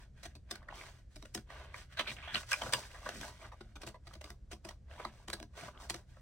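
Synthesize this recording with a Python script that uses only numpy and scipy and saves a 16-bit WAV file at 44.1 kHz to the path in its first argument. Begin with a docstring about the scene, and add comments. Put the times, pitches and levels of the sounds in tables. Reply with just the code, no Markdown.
"""Hands slide over a large paper sewing pattern on a table in a small, quiet room, and short snips begin.
Then the lifted and folded sheet buckles in duller crunches; snips, buckles and strokes mix to the end.
Snips, buckles and sliding are filtered trains of tiny clicks; flaps are damped modes of the sheet,
and puffs are low noise. A close microphone pair hears them with reflections, over rumble and airy hiss."""
import sys
import numpy as np
from scipy import signal
from scipy.fft import rfft, irfft
from scipy.io import wavfile
from scipy.ndimage import uniform_filter1d

SR = 44100
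rng = np.random.default_rng(int(sys.argv[2]) if len(sys.argv) > 2 else 0)


def persist_wave(psi):
    """Save psi, clipped to +-1, as 16-bit WAV."""
    counts = np.round(np.clip(psi, -1, 1) * 32767).astype(np.int16)
    wavfile.write(sys.argv[1], SR, np.atleast_2d(counts).T)


N = 273861
TIME = np.arange(N) / SR
HZ = np.fft.rfftfreq(N, 1 / SR)

# Event levels below stand before the band gains, the resonances and the room.
# Fibres breaking in sharp snips and snaps; bright_db raises the treble and lowers the body:
# start_s [s], length_s [s], level_db [dB], bright_db [dB]
SNIP_EVENTS = [(0.23, 0.02, -55.5, 0.5), (0.251, 0.014, -51.5, -1), (0.351, 0.015, -62.5, 0.5),
               (0.5095, 0.0062, -41, 3), (0.553, 0.0067, -52.5, -0.5), (1.157, .01, -57.5, 2.5),
               (1.224, .0031, -52.5, -1.5), (1.253, 0.0056, -54.5, -3), (1.347, 0.0028, -43, 9),
               (1.3501, 0.0028, -40, 1), (1.375, 0.0047, -49, -3), (2.511, 0.0087, -46, 9),
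               (2.5286, .0027, -37, 8), (2.724, 0.0038, -39.5, 1.5), (2.734, 0.0032, -26, 1),
               (3.09, .0034, -39.5, -4), (3.211, .0018, -42.5, 1), (3.606, 0.01, -58, -6.5),
               (3.755, .016, -56.5, -3.5), (3.816, 0.0093, -54.5, 0.5), (3.829, 0.011, -54, -5.5),
               (3.865, 0.0065, -55, 5), (3.872, 0.009, -50, -0.5), (3.884, .0083, -56, 2),
               (4.069, .011, -57, -2.5), (4.135, 0.0069, -56, 0), (4.152, 0.0049, -58, -1.5),
               (4.211, 0.0059, -52, -3), (4.241, 0.005, -50.5, -1), (4.302, 0.0042, -51, 1),
               (4.512, 0.016, -53, -1), (4.525, .014, -55, -0.5), (4.648, 0.0069, -51.5, -1),
               (4.687, 0.0065, -49, -0.5), (4.707, 0.0098, -59, -5.5), (5.279, 0.0064, -47, -1.5),
               (5.3, .0025, -41, -1), (5.3301, 0.0094, -41, 0.5), (5.4, 0.002, -48.5, -3),
               (5.426, 0.0037, -50, -2), (5.897, 0.0024, -35.5, 3), (5.903, .0029, -36.5, 1.5),
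               (5.942, 0.0046, -44.5, 0), (5.959, 0.0068, -58, 1)]
# Relative spectrum of a snip: frequency_hz [Hz], density_db [dB per Hz]
SNIP_SPECTRUM = [(300, -1.5), (600, -5), (800, -3), (1100, -4), (1600, -5), (2200, -5), (3500, -5.5),
                 (5500, -10), (7000, -13), (8300, -10), (11500, -19.5), (15000, -23.5)]
# Buckling of the sheet; depth_db raises the body and lowers the crunch:
# start_s [s], length_s [s], crunch_top_hz [Hz], level_db [dB], depth_db [dB]
BUCKLE_EVENTS = [(0.626, .008, 1940, -62, -1), (0.685, 0.0037, 1980, -50, -8),
                 (1.5, 0.0059, 2210, -51.5, 0.5), (1.7416, 0.0026, 2240, -43, -3.5),
                 (1.971, 0.011, 4250, -49, -4), (1.986, .021, 4060, -45.5, -6.5),
                 (1.992, 0.014, 4080, -37, -2.5), (2.006, 0.012, 4040, -44.5, -1.5),
                 (2.07, 0.036, 4020, -49.5, -7.5), (2.114, 0.007, 3660, -50, -4.5),
                 (2.164, .0065, 3440, -57.5, -6), (2.224, 0.06, 3500, -61, -7),
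                 (2.276, 0.083, 3530, -61, -10), (2.344, 0.0026, 4440, -35.5, -6.5),
                 (2.3538, 0.0026, 3330, -35.5, -7.5), (2.36, 0.023, 3430, -47, -5.5),
                 (2.43, 0.004, 2900, -50.5, -1.5), (2.515, 0.0088, 3350, -39.5, -6.5),
                 (2.528, 0.011, 2720, -38.5, -7.5), (2.618, 0.0015, 3360, -32, 2),
                 (2.633, 0.0017, 2010, -44.5, 7.5), (2.662, 0.0068, 1500, -48.5, 8.5),
                 (2.691, 0.015, 1500, -57.5, 8), (2.737, .0088, 3600, -37, -1.5),
                 (2.782, 0.008, 1530, -54.5, 7), (2.943, 0.023, 2000, -55.5, -1),
                 (3.058, 0.011, 1730, -50, 10.5), (3.238, .023, 1590, -61.5, 6),
                 (3.453, 0.006, 1800, -64, 11), (3.517, 0.026, 2070, -57.5, 4.5),
                 (3.942, 0.021, 2090, -60.5, 5.5), (4.998, .0036, 1790, -47, 9),
                 (5.048, 0.0044, 4600, -41, 7.5), (5.68, 0.0081, 1700, -53, 6),
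                 (6.168, 0.0032, 1310, -69, 13.5)]
# Relative spectrum of a buckle: frequency_hz [Hz], density_db [dB per Hz]
BUCKLE_SPECTRUM = [(120, -2), (200, 3.5), (372, -9), (1100, -8.5), (1520, -5), (2320, -0.5), (2630, 0),
                   (7070, -7.5), (8490, -7), (12000, -15.5), (15800, -15.5)]
# Flaps of the released sheet against the table: start_s [s], level_db [dB]
FLAP_EVENTS = [(.252, -57), (.354, -62.5), (0.515, -52.5), (1.16, -59.5), (1.228, -59), (1.353, -46.5),
               (1.995, -51.5), (2.346, -50), (2.739, -62), (3.092, -59.5), (3.215, -56), (3.608, -54),
               (3.757, -58.5), (3.832, -55), (3.87, -51), (4.07, -64.5), (4.153, -60.5), (4.242, -58.5),
               (4.303, -59), (4.527, -54), (4.649, -51.5), (5.051, -52), (5.281, -52), (5.332, -51),
               (5.403, -53.5), (5.428, -58.5), (5.903, -50.5), (5.944, -50.5)]
# Modes of the loose sheet, pitch before detuning: pitch_hz [Hz], level_db [dB], t60_s [s]
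SHEET_MODES = [(117, 4.5, 0.046), (215.8, -5.5, 0.19), (242, -3, 0.047), (321.7, 3, 0.092),
               (391.3, -3.5, 0.1), (574, -20.5, 0.044), (693.6, 3, 0.06)]
# Strokes of paper on paper and skin; body and hiss are relative to the rustle:
# start_s [s], length_s [s], rustle_db [dB], body_db [dB], hiss_db [dB]
STROKE_EVENTS = [(.005, 0.028, -63, -4, -6), (0.181, 0.13, -67, -9, -7), (0.51, 0.054, -58.5, -2, -11),
                 (0.607, 0.049, -75, 8, -16), (0.704, 0.023, -59.5, 6.5, -15), (0.754, 0.13, -54, -0.5, -5),
                 (0.897, .095, -67.5, -5, -3.5), (1.122, .17, -73.5, -7, 0.5), (1.355, .04, -65, -2, -1),
                 (1.51, 0.14, -54.5, -0.5, -12), (1.677, 0.045, -61, -1, -18),
                 (1.761, 0.054, -53.5, -5, -5), (1.927, 0.0087, -55, -12, -9.5),
                 (1.993, 0.1, -54.5, -1, -9), (2.101, 0.032, -56, -3, 3), (2.186, 0.16, -53, -6.5, -17.5),
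                 (2.352, 0.054, -50.5, -8, 1.5), (2.496, .1, -51, -7, 0.5), (2.623, 0.071, -50.5, 3, 0),
                 (2.739, 0.062, -51, 2, 2), (2.829, 0.038, -54.5, -4, -2.5), (2.909, 0.12, -58.5, -1.5, -4),
                 (3.055, 0.082, -50.5, -2.5, -6.5), (3.147, 0.091, -54.5, -8, -0.5),
                 (3.232, .06, -51, 2.5, -2), (3.335, 0.066, -63.5, -3.5, -3.5),
                 (3.42, 0.049, -56, 0.5, -8.5), (3.544, 0.18, -72, -4.5, -7), (3.814, 0.095, -65, 4, -3.5),
                 (4.067, 0.094, -65.5, 0.5, -5), (4.25, 0.053, -65, 5, 1), (4.523, 0.034, -76, 9, 4),
                 (4.669, 0.038, -63.5, 5, -1.5), (4.912, 0.12, -58.5, 1, -10),
                 (4.992, 0.091, -56, 0.5, -10.5), (5.128, 0.11, -67.5, 0.5, -4.5),
                 (5.337, 0.048, -65.5, 6, -2), (5.576, 0.1, -51.5, -0.5, -5.5),
                 (5.752, 0.047, -67, 11, -11), (5.812, 0.047, -59, 5, -0.5), (5.935, 0.051, -64, 4.5, 0.5),
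                 (6.093, .1, -71.5, -5, -4)]
# Relative spectrum of sliding paper: frequency_hz [Hz], density_db [dB per Hz]
SLIDE_SPECTRUM = [(250, -8), (420, -4), (600, -4.5), (850, -2.5), (1100, -3.5), (1700, 0.5), (2600, -7.5),
                  (3600, -9), (5500, -13), (8300, -17), (11500, -25), (15000, -29)]
# Soft pushes of air from the moving sheet: start_s [s], length_s [s], level_db [dB]
PUFF_EVENTS = [(0.665, 0.17, -69.5), (1.348, .064, -54), (2.05, 0.13, -58.5), (2.321, .07, -52.5),
               (2.611, 0.12, -53), (2.71, 0.1, -54.5), (3.039, 0.055, -59.5), (3.125, 0.11, -54),
               (5.592, .11, -58.5)]
# Resonances of the space between paper, table and body: pitch_hz [Hz], width_hz [Hz], level_db [dB]
HOLLOW_MODES = [(602, 110, -9.5), (991, 40, -5.5), (1300, 22, -11), (1480, 33.1, -6), (1614, 33, -2.5),
                (2240, 20, -3.5), (2900, 39, -20.5), (3164, 29, -9)]
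# Decay time of the room: frequency_hz [Hz], t60_s [s]
ROOM_DECAY = [(150, 0.19), (500, 0.17), (1500, 0.08), (4000, 0.15), (8000, 0.12), (15000, 0.15)]
# Sound the two microphones do not share: frequency_hz [Hz], level_db [dB]
UNSHARED_LEVEL = [(150, -15.5), (1000, -12.5), (2500, -3.5), (4500, -2.5), (8000, -8), (15000, -27.5)]
# Balance of the pair, left minus right: frequency_hz [Hz], difference_db [dB]
PAIR_BALANCE = [(250, 0.74), (1000, 0.17), (2500, -2), (4000, -0.93), (6000, -0.7), (12000, 0.42)]
# Phase lag of the right side: frequency_hz [Hz], lag_rad [rad]
RIGHT_LAG = [(0, 0), (1800, .25), (3000, .7), (4600, 3.1), (7150, 9.4), (9550, 15.7), (16800, 34.6)]
# Relative spectrum of the building's rumble: frequency_hz [Hz], density_db [dB per Hz]
RUMBLE_SPECTRUM = [(12, -44), (20, -13.5), (38, -3), (64, 0), (80, -1.5), (96, -15), (113, -5.5), (129, -8),
                   (171, -41), (190, -24), (250, -72.5), (420, -120)]
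# Relative spectrum of the airy hiss: frequency_hz [Hz], density_db [dB per Hz]
AIR_SPECTRUM = [(170, 0), (300, -12), (600, -17), (900, -29.5), (1600, -28.5), (3000, -35.5), (5500, -35),
                (8000, -38), (11000, -48.5), (14000, -58.5)]

STRAIN_S = .008  # the paper strains audibly for this long before it gives
# A stroke swells, sags while it is held and dies away; resting hands keep up a faint rustle.
SWELL_DB_PER_S, SAG_DB, RELEASE_DB_PER_S, REST_DB = 522, 2, 349.5, -91
EDGE_HZ = 16050  # upper band limit of the recorder


def gain_of(db):
    """Level principle: amplitude is ten to the power of decibels over twenty."""
    return 10 ** (np.asarray(db) / 20)


def evened(x):
    """Normalisation: the signal is scaled to a root mean square of one."""
    return x / np.sqrt(np.mean(x ** 2) + 1e-20)


def at_level(x, db, length):
    """Energy equivalence: each channel gets the energy of a steady level db held for length seconds."""
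    energy = (x ** 2).sum(1, keepdims=True) + 1e-20
    return x * gain_of(db) * np.sqrt(length * SR / energy)


def read(points, hz):
    """Interpolation of a table along a logarithmic frequency axis."""
    table_hz, value = np.transpose(points)
    return np.interp(np.log(hz + 1), np.log(table_hz + 1), value)


def add(mix, s, sound):
    """Superposition: a sound is summed into the mix from time s, cut at the end."""
    part = mix[:, round(s * SR):][:, :sound.shape[1]]
    part += sound[:, :part.shape[1]]


def band(x, lo_hz, hi_hz, order=3):
    """Causal Butterworth band-pass filtering."""
    edges_hz = [lo_hz, min(hi_hz, .48 * SR)]
    return signal.sosfilt(signal.butter(order, edges_hz, "bandpass", fs=SR, output="sos"), x)


def click(spectrum, size=1024):
    """Minimum phase: the Hilbert transform of a log spectrum gives its causal click."""
    level_db = np.maximum(read(spectrum, abs(np.fft.fftfreq(size, 1 / SR))), -70)
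    log_gain = np.log(gain_of(level_db))
    return np.fft.ifft(np.exp(np.conj(signal.hilbert(log_gain)))).real[None, :size // 2]


def fibres(size, per_s, spread_db):
    """Random point process: clicks of uneven size, in a shared train and one the microphones do not share."""
    sizes = gain_of(spread_db * np.minimum(rng.exponential(1, (2, size)), 4))
    strengths = sizes * rng.standard_normal((2, size))
    return strengths * (rng.random((2, size)) < per_s / SR)


def burst(length, rise, fall, per_s, spread_db, colour, size=4096):
    """Fracture after strain: clicks creep in, break loose and die away; the bent patch resonates with them."""
    t = np.arange(size) / SR - STRAIN_S
    creep = 0.18 * np.exp(np.minimum(t, 0) / 0.0034)
    onset = creep + 1 - np.exp(-np.maximum(t, 0) / rise)
    decay = np.exp(-np.maximum(t - length, 0) / fall - .5 * np.clip(t / length, 0, 1))
    train = fibres(size, per_s, spread_db) * onset * decay
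    hz = np.fft.rfftfreq(size, 1 / SR)
    pitches = np.geomspace(700, 5500, num=5) * 2 ** rng.uniform(-.4, .4, 5)
    ringing = sum(1 / (1 + 2j * (hz - pitch) / 220) for pitch in pitches)  # each 220 Hz wide
    patch = 1 + gain_of(6.0) * ringing
    return irfft(rfft(train) * rfft(colour, size) * patch, size)


def snips(treble_gain_db=-1.9, crack_gain_db=0.5, body_gain_db=-2.0):
    """Brittle fracture: fibres break in a rush of a few milliseconds, heard as body, crack and treble."""
    out, colour = np.zeros((2, N)), click(SNIP_SPECTRUM)
    for s, length, db, bright_db in SNIP_EVENTS:
        x = burst(length, rise=0.00072, fall=0.001, per_s=9800, spread_db=5, colour=colour)
        treble = at_level(band(x, 5150, 19000), db + bright_db + treble_gain_db, length)
        crack = at_level(band(x, 1610, 4630), db + crack_gain_db, length)
        body = at_level(band(x, 395, 1770), db - bright_db + body_gain_db, length)
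        add(out, s - STRAIN_S, treble + crack + body)
    return out


def buckles(body_gain_db=-.8, crunch_gain_db=-0.27, fizz_gain_db=-9, fizz_db_per_octave=5):
    """Buckling: creases pop; the bend sets the corner of strong radiation, and a tighter bend fizzes more."""
    out, colour = np.zeros((2, N)), click(BUCKLE_SPECTRUM)
    for s, length, top_hz, db, depth_db in BUCKLE_EVENTS:
        x = burst(length, rise=0.0011, fall=0.0032, per_s=4500, spread_db=2.5, colour=colour)
        body = at_level(band(x, 484, 1230), db + depth_db + body_gain_db, length)
        crunch = band(x, max(0.3 * top_hz, 1000), max(top_hz, 1500), order=6)
        crunch = at_level(crunch, db - depth_db + crunch_gain_db, length)
        fizz_db = db + fizz_db_per_octave * np.log2(top_hz / 3300) + fizz_gain_db
        fizz = at_level(band(x, 2940, 17000), fizz_db, length)
        add(out, s - STRAIN_S, body + crunch + fizz)
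    return out


def flap(size=8192, detune_share=.1):
    """Modal vibration: the released sheet swings in a few damped modes that shift with the grip."""
    t = np.arange(size) / SR
    hz, db, t60 = np.transpose(SHEET_MODES)[:, :, None]
    detune, phase = rng.uniform(-1.1, 1, (2, len(SHEET_MODES), 1))
    swing = np.sin(2 * np.pi * hz * (1 + detune_share * detune) * t + np.pi * phase)
    modes = gain_of(db - 60 * t / t60) * swing
    onset = 1 - np.exp(-t / 0.0062)
    return np.tile(modes.sum(0) * onset, (2, 1))


def flaps():
    """Free vibration: after firm snips and buckles the sheet swings back."""
    out = np.zeros((2, N))
    for s, db in FLAP_EVENTS:
        add(out, s, at_level(flap(), db, 0.024))
    return out


def stroke_levels(rest_body_db=-3, rest_hiss_db=-4):
    """Incoherent addition: powers of overlapping strokes sum to levels in dB of body, rustle and hiss."""
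    t = TIME[::64]
    rest_db = REST_DB + np.array([[rest_body_db], [0], [rest_hiss_db]])
    power = np.tile(gain_of(rest_db) ** 2, len(t))
    for s, length, db, body_db, hiss_db in STROKE_EVENTS:
        age = t - s
        swell_db = SWELL_DB_PER_S * np.minimum(age, 0)
        sag_db = SAG_DB * (np.clip(age / length, 0, 1) - .5)
        release_db = RELEASE_DB_PER_S * np.maximum(age - length, 0)
        shape_db = swell_db - sag_db - release_db
        power = power + gain_of(db + shape_db + np.array([[body_db], [0], [hiss_db]])) ** 2
    return [np.interp(TIME, t, 10 * np.log10(p)) for p in power]


def hand_echo(x, share=0.34, delay_s=0.001335, swing=0.298):
    """Comb interference: the moving hand's delayed reflection makes bands of colour drift."""
    drift = evened(irfft(rfft(rng.standard_normal(N)) * (HZ < 3), N))  # slower than 3 Hz
    at = np.arange(N) - SR * delay_s * np.exp(swing * drift)
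    return x + share * np.array([np.interp(at, np.arange(N), side) for side in x])


def crinkles(per_s=260, spread_db=4.0, cycles=3.6, low_hz=600, high_hz=3200, count=24, size=2048):
    """Snap-through: small dents flip at random, each ringing for a few cycles at one of several pitches."""
    t, out = np.arange(size) / SR, np.zeros((2, N))
    for hz in np.geomspace(low_hz, high_hz, count):
        age = hz * t / cycles
        dent = np.sqrt(age) * np.exp(-2 * age) * np.sin(2 * np.pi * hz * t)
        out += signal.oaconvolve(fibres(N, per_s / count, spread_db), dent[None], axes=1)[:, :N]
    return evened(out)


def sliding(body_gain_db=-3, rustle_gain_db=-3.5, hiss_gain_db=-2.2, crinkle_db=-6, catch_db=1.0):
    """Stick-slip friction: tiny slips and crinkles lie under a smooth hiss as contact catches and lets go."""
    body_db, rustle_db, hiss_db = stroke_levels()
    wander = uniform_filter1d(uniform_filter1d(rng.standard_normal(N), size=300), size=200)
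    catching_db = catch_db * evened(wander)
    colour = click(SLIDE_SPECTRUM)
    coarse_clicks = fibres(N, per_s=5000, spread_db=3)
    coarse = hand_echo(signal.oaconvolve(coarse_clicks, colour, axes=1)[:, :N])
    fine_clicks = fibres(N, per_s=15000, spread_db=4.0)
    fine = hand_echo(signal.oaconvolve(fine_clicks, colour, axes=1)[:, :N])
    # the catching is strongest in the body and weakest in the hiss
    body = evened(band(coarse, 210, 1306)) * gain_of(body_db + body_gain_db + catching_db)
    rustle = evened(band(coarse, 1120, 4000)) * gain_of(rustle_db + rustle_gain_db + 0.49 * catching_db)
    hiss = evened(band(fine, 4400, 21000)) * gain_of(hiss_db + hiss_gain_db + .25 * catching_db)
    crinkling = crinkles() * gain_of((body_db + rustle_db) / 2 + crinkle_db)
    return body + rustle + hiss + crinkling


def puffs(low_hz=45, high_hz=210):
    """Volume displacement: each swing of the sheet is a soft low push of air, made of band-passed noise."""
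    out = np.zeros((2, N))
    for s, length, db in PUFF_EVENTS:
        swing = np.sin(np.pi * np.minimum(TIME[:SR // 4] / length, 1))
        air_push = rng.standard_normal((2, len(swing))) * swing
        add(out, s, at_level(band(air_push, low_hz, high_hz, order=2), db, length))
    return out


def hollow(x, dip_hz=850, dip_width_hz=260, dip_depth=0.3):
    """Resonance and cancellation: narrow modes ring, and the table's echo cuts a dip."""
    ring = sum(gain_of(db) / (1 + 2j * (HZ - hz) / width_hz) for hz, width_hz, db in HOLLOW_MODES)
    dip = 1 - dip_depth / (1 + 2j * (HZ - dip_hz) / dip_width_hz)
    return irfft(rfft(x) * (1 + ring) * dip, N)


def room(x, early_db=-11, late_db=-12, early_s=0.0083):
    """Reverberation: quick reflections from table and body, then a short tail with a decay set by frequency."""
    t = np.arange(SR // 2) / SR
    signs = rng.choice([-1., 1.], (2, len(t)))
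    taps = signs * (rng.random((2, len(t))) < 4000 / SR)  # 4000 reflections per second
    early = taps * (t > .002) * np.exp(-t / early_s)
    tail_noise = rng.standard_normal(taps.shape) * (t > .009)
    hz, when, z = signal.stft(tail_noise, SR, nperseg=256)
    decay = gain_of(-60 * when / read(ROOM_DECAY, hz)[:, None])
    late = signal.istft(z * decay, SR, nperseg=256)[1][:, :len(t)]
    response = at_level(early, early_db, 1 / SR) + at_level(late, late_db, 1 / SR)
    return signal.fftconvolve(x, response, axes=1)[:, :N]


def microphones(x):
    """Interaural-style difference: a mostly shared sound, with level balance and a lag on the right side."""
    shared, other = rfft(x)
    other = other * gain_of(read(UNSHARED_LEVEL, HZ))
    lean = gain_of(read(PAIR_BALANCE, HZ) / 2)  # half of the difference on each side
    lag = np.exp(-1j * np.interp(HZ, *np.transpose(RIGHT_LAG)))
    left = (shared + other) * lean
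    right = (shared - other) * lag / lean
    return irfft(np.array([left, right]), N)


def background(rumble_db=-55.5, air_db=-69.5, rumble_width=.06, air_width=0.47):
    """Stationary noise: building rumble nearly alike on both sides, and a wider faint airy hiss."""
    rumble_mid, rumble_side, air_mid, air_side = rfft(rng.standard_normal((4, N)))
    sides = np.array([[1], [-1]])
    rumble = rumble_mid + rumble_width * sides * rumble_side
    rumble = irfft(rumble * gain_of(read(RUMBLE_SPECTRUM, HZ)), N)
    air = air_mid + air_width * sides * air_side
    air = irfft(air * gain_of(read(AIR_SPECTRUM, HZ)), N)
    return gain_of(rumble_db) * evened(rumble) + gain_of(air_db) * evened(band(air, 140, 17000))


def scene():
    """Superposition of direct and reflected paper sound at the microphones, over the background."""
    paper = hollow(snips() + buckles() + flaps() + sliding()) + puffs()
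    return microphones(paper + room(paper)) + background()


def record(dry):
    """Band limitation: the recorder's linear-phase low-pass removes the highest treble."""
    lowpass = signal.firwin(511, EDGE_HZ, window=("kaiser", 9), fs=SR)
    return signal.oaconvolve(dry, lowpass[None], "same")


dry = scene()
out = record(dry)
persist_wave(out)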